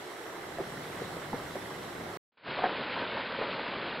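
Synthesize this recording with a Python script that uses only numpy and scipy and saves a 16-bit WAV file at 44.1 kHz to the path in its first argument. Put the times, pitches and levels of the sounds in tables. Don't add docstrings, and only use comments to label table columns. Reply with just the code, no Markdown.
import sys
import numpy as np
from scipy import signal
from scipy.fft import rfft, irfft, next_fast_len
from scipy.io import wavfile
from scipy.ndimage import uniform_filter1d, map_coordinates

SR = 44100
rng = np.random.default_rng(int(sys.argv[2]) if len(sys.argv) > 2 else 0)


def inscribe(sig):
    pcm = np.round(np.clip(np.atleast_2d(sig).T, -1, 1) * 32767)
    wavfile.write(sys.argv[1], SR, pcm.astype(np.int16))


N = 176400


def amp(db):
    return 10 ** (np.asarray(db) / 20)


def unit(x):
    return x / np.sqrt(np.mean(x ** 2) + 1e-20)


def along(points, hz):
    f, values = np.transpose(points)
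    return np.interp(np.log(hz + 1), np.log(f + 1), values)


def curve(points):
    return np.interp(np.arange(N) / SR, *np.transpose(points))


def wobble(rate):
    return map_coordinates(rng.standard_normal(2048), [np.arange(N) * rate / SR + 2], mode="wrap")


def filtered(x, response):
    size = next_fast_len(N + SR // 2)
    return irfft(rfft(x, size) * response(np.fft.rfftfreq(size, 1 / SR)), size)[..., :N]


def coloured(x, spectrum):
    return unit(filtered(x, lambda hz: amp(along(spectrum, hz))))


# f/Hz, correlation
STEREO_LIKENESS = [(60, 0.9), (99, 0.99), (160, 0.99), (270, 0.95), (450, 0.82), (740, 0.72), (1220, 0.38),
                   (2010, 0.38), (3330, 0.3), (5500, 0.045), (9080, -0.03), (15000, -0.02)]
def spread(pair, spectrum):
    mid, side = coloured(np.array(pair), spectrum)
    side = filtered(side, lambda hz: np.tan(np.arccos(along(STEREO_LIKENESS, hz)) / 2))
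    return np.array([mid + side, mid - side])


def rock_echoes(x, echo_db=-25, longest_s=.03):
    delay = longest_s * rng.uniform(.1, 1, size=8)
    taps = np.bincount(np.round(delay * SR).astype(int), amp(echo_db) * rng.choice([-1, 1], size=8))
    taps[0] = 1
    return signal.fftconvolve(x, taps / np.linalg.norm(taps))[:N]


# f/Hz, relative level/dB
VENT_SPECTRUM = [(22, -17), (45, -18), (65, -9.5), (110, -3), (165, 1), (215, -4.5), (300, -4.5),
                 (400, -25.5), (660, -84)]
# t/s, relative level/dB
VENT_LEVEL = [(0, -56), (.16, -62), (.34, -56.5), (.55, -49.5), (.78, -48), (1.25, -47), (1.65, -48.5),
              (1.9, -49.5), (2.03, -46), (2.17, -54)]
def vent_rumble():
    level_db = curve(VENT_LEVEL) - 0.5 + 0.72 * wobble(12)
    return amp(level_db) * spread(rng.standard_normal((2, N)), VENT_SPECTRUM)


def rush(patchy_db):
    spectrogram = signal.stft(rng.standard_normal(N), nperseg=512)[2]
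    patches = uniform_filter1d(rng.standard_normal(spectrogram.shape), 6, axis=0)
    patches = unit(uniform_filter1d(patches, 9, axis=1))
    return unit(signal.istft(spectrogram * amp(patchy_db * patches), nperseg=512)[1][:N])


def bubbles(start, hz, gain, life_cycles, swell_cycles=.54, glide=.011, size=1200):
    k = np.arange(size)
    turns = hz[:, None] * k / SR
    age = turns / life_cycles
    envelope = np.exp(-age) * (1 - np.exp(-turns / swell_cycles)) * (1 - (k / size) ** 2)
    ring = np.sin(2 * np.pi * turns * (1 + glide * age / 2)) * envelope
    where = np.round(start * SR).astype(int)[:, None] + k
    return np.bincount(where.ravel(), (gain[:, None] * ring).ravel(), N)[:N]


def froth(low_hz, high_hz, life_cycles, scatter_db, count):
    when, pitch, loud = rng.random((count, 3)).T
    hz = low_hz * (high_hz / low_hz) ** pitch
    gain = hz * amp(scatter_db * np.minimum(-np.log(1 - loud), np.pi))
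    return unit(bubbles(when * N / SR, hz, gain, life_cycles, swell_cycles=.4, glide=.05, size=600))


# f/Hz, relative level/dB
FAR_WATER_SPECTRUM = [(160, -30), (280, -8), (350, 1.5), (430, -1.5), (540, -4), (700, -5), (920, -7),
                      (1250, -8.5), (1600, -10), (1850, -10), (2030, -9), (2450, -19), (2700, -19.5),
                      (3500, -59), (5900, -100)]
def far_water(level_db=-43.5):
    pair = []
    for _ in range(2):
        churn = rush(patchy_db=.2)
        ringing = froth(low_hz=284, high_hz=2816, life_cycles=2.5, scatter_db=2.5, count=2200)
        pair.append(rock_echoes(churn + amp(-11.5) * ringing))
    return amp(level_db + 1.2 * wobble(3) + .13 * wobble(27.2)) * spread(pair, FAR_WATER_SPECTRUM)


# f/Hz, relative level/dB
STEAM_SPECTRUM = [(1470, -35), (2500, -7), (2800, -1), (3030, 2), (3500, 1.5), (3700, -0.5), (4000, 1),
                  (4450, -4.5), (5100, -7), (5650, -3.5), (6200, -10.5), (7000, -8.5), (7800, -7),
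                  (9400, -12), (11300, -9.5), (12600, -12.5), (14600, -18), (15500, -18.5)]
# t/s, level/dB
STEAM_DRIFT = [(0.0, -54.5), (0.53, -54.5), (0.97, -52), (1.33, -53.5), (1.51, -52.5), (2.14, -54.5)]
def steam_hiss():
    level_db = curve(STEAM_DRIFT) + .15 * wobble(17)
    pair = [rock_echoes(rush(patchy_db=1.3)) for _ in range(2)]
    return amp(level_db) * spread(pair, STEAM_SPECTRUM)


# t/s, relative level/dB, f/Hz, life/cycles, splash offset/dB
BURSTS = [(0.585, -27.5, 675, 2.8, -16), (0.592, -27, 604, 1.8, -19), (0.599, -24.5, 450, 1.7, -15),
          (0.604, -24, 380, 2.1, -26), (1.019, -25, 440, 1.8, -24), (1.167, -26.5, 480, 1.54, -22),
          (1.331, -25, 843, 2.8, -16), (1.335, -21, 230, 0.88, -18), (1.342, -25, 468, 2.5, -21),
          (1.395, -33.5, 1010, 2.2, -8.5), (1.42, -34, 603, 1.7, -14.5), (1.555, -23.5, 570, 2.2, -17),
          (1.567, -31, 380, 2.2, -19), (1.706, -33, 1060, 2.2, -7), (2.589, -20.5, 656, 1.7, -13.5),
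          (2.621, -22, 726, 2.5, -23), (2.636, -18, 900, 1.5, -6.5), (2.640, -12.5, 738, 2.7, -21.5),
          (2.654, -20.5, 696, 2.7, -15), (2.661, -23.5, 738, 4.8, -13.5), (2.719, -28.5, 340, 1.4, -26),
          (2.965, -24, 950, 2.4, -12.5), (3.17, -23.5, 880, 2.6, -9), (3.412, -20.5, 450, 1.4, -11.5),
          (3.424, -21, 600, 1.2, -15), (3.432, -27, 850, 1.6, -19), (3.528, -27.5, 1090, 1.5, -15),
          (3.595, -23.5, 840, 1.7, -15)]
# f/Hz, relative level/dB
SPLASH_SPECTRUM = [(60, -35.5), (160, -8.5), (420, -5), (750, -1.5), (1100, -7.5), (2000, -10.5),
                   (3200, -37.5), (8000, -53)]
def big_bubbles(spray_db=-14.5, spray_delay_s=.0073, splash_rise_s=.0023, splash_fall_s=.025):
    starts, db, hz, cycles, splash_db = np.transpose(BURSTS)
    rings = bubbles(starts, hz, amp(db + 3), cycles[:, None], size=2400)
    for start, level, pitch in zip(starts, db, hz):
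        delay = spray_delay_s * rng.exponential(size=8)
        spray_hz = pitch * np.exp(.3 * rng.standard_normal(size=8))
        rings += bubbles(start + delay, spray_hz, np.full(8, amp(level + spray_db)), life_cycles=.9)
    age = np.maximum(np.arange(N) / SR - starts[:, None], 0)
    envelopes = (1 - np.exp(-age / splash_rise_s)) * np.exp(-age / splash_fall_s)
    splash_gain = np.linalg.norm(amp(db + splash_db)[:, None] * envelopes, axis=0)
    return rings + splash_gain * coloured(rng.standard_normal(N), SPLASH_SPECTRUM)


# f/Hz, left minus right level/dB
STEREO_BALANCE = [(60, 1), (380, 0), (700, -0.5), (1300, -3.5), (2400, -5.5), (3200, -0.5), (4500, -5.5),
                  (5700, 1.5), (7400, -2), (9400, 6), (11200, 7.5), (13000, 4), (15500, -5.5)]
def far_balance(hz):
    gains = amp(np.outer([1, -1], along(STEREO_BALANCE, hz)) / 2)
    return gains / np.sqrt(np.mean(gains ** 2, axis=0))


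# f/Hz, relative level/dB
NEAR_WATER_SPECTRUM = [(22, -23.5), (45, -16.5), (85, -11), (130, -4.5), (180, -2), (260, -2.5), (330, -4),
                       (550, 0.5), (740, -6.5), (950, -2), (1200, -5.5), (1550, -4), (1900, -14.5),
                       (2500, -44), (4200, -94)]
def near_water(surge_db, level_db=-36.5):
    slosh = rush(patchy_db=.6)
    ringing = froth(low_hz=199, high_hz=2003, life_cycles=1.66, scatter_db=2, count=3600)
    water = coloured(slosh + amp(-10) * ringing, NEAR_WATER_SPECTRUM)
    return amp(level_db + surge_db + .6 * wobble(25)) * water


# f/Hz, relative level/dB
FIZZ_SPECTRUM = [(1000, -26.5), (1750, -1.5), (2400, -1.5), (3400, -4.5), (4200, -8), (4900, -16),
                 (5300, -24.5), (5600, -21.5)]
def near_fizz(surge_db, level_db=-39.5):
    hiss = rush(patchy_db=.3)
    ringing = froth(low_hz=1604, high_hz=5470, life_cycles=3.4, scatter_db=2.5, count=3500)
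    return amp(level_db + .99 * surge_db) * coloured(hiss + amp(-11.5) * ringing, FIZZ_SPECTRUM)


# t/s, level/dB
NEAR_FADE = [(2.32, -45), (2.369, -43.5), (2.373, -25), (2.425, -23.5), (2.45, -12), (2.475, -4.5),
             (2.51, -1.5)]
def scene(cut_s=2.173, near_top_hz=5450):
    t = np.arange(N) / SR
    bursts = big_bubbles()
    far = far_water() + vent_rumble() + steam_hiss()
    far += np.array([rock_echoes(bursts), rock_echoes(bursts)])
    far = filtered(far, far_balance) * (t < cut_s)
    surge_db = .19 * wobble(6.72) + .59 * wobble(35)
    near = rock_echoes(near_water(surge_db) + near_fizz(surge_db)) + bursts
    near *= amp(curve(NEAR_FADE)) * (t > NEAR_FADE[0][0])
    return far + filtered(near, lambda hz: np.clip((near_top_hz - hz) / 250, 0, 1))


def record(dry, top_hz=15700):
    return filtered(dry, lambda hz: hz < top_hz)


dry = scene()
out = record(dry)
inscribe(out)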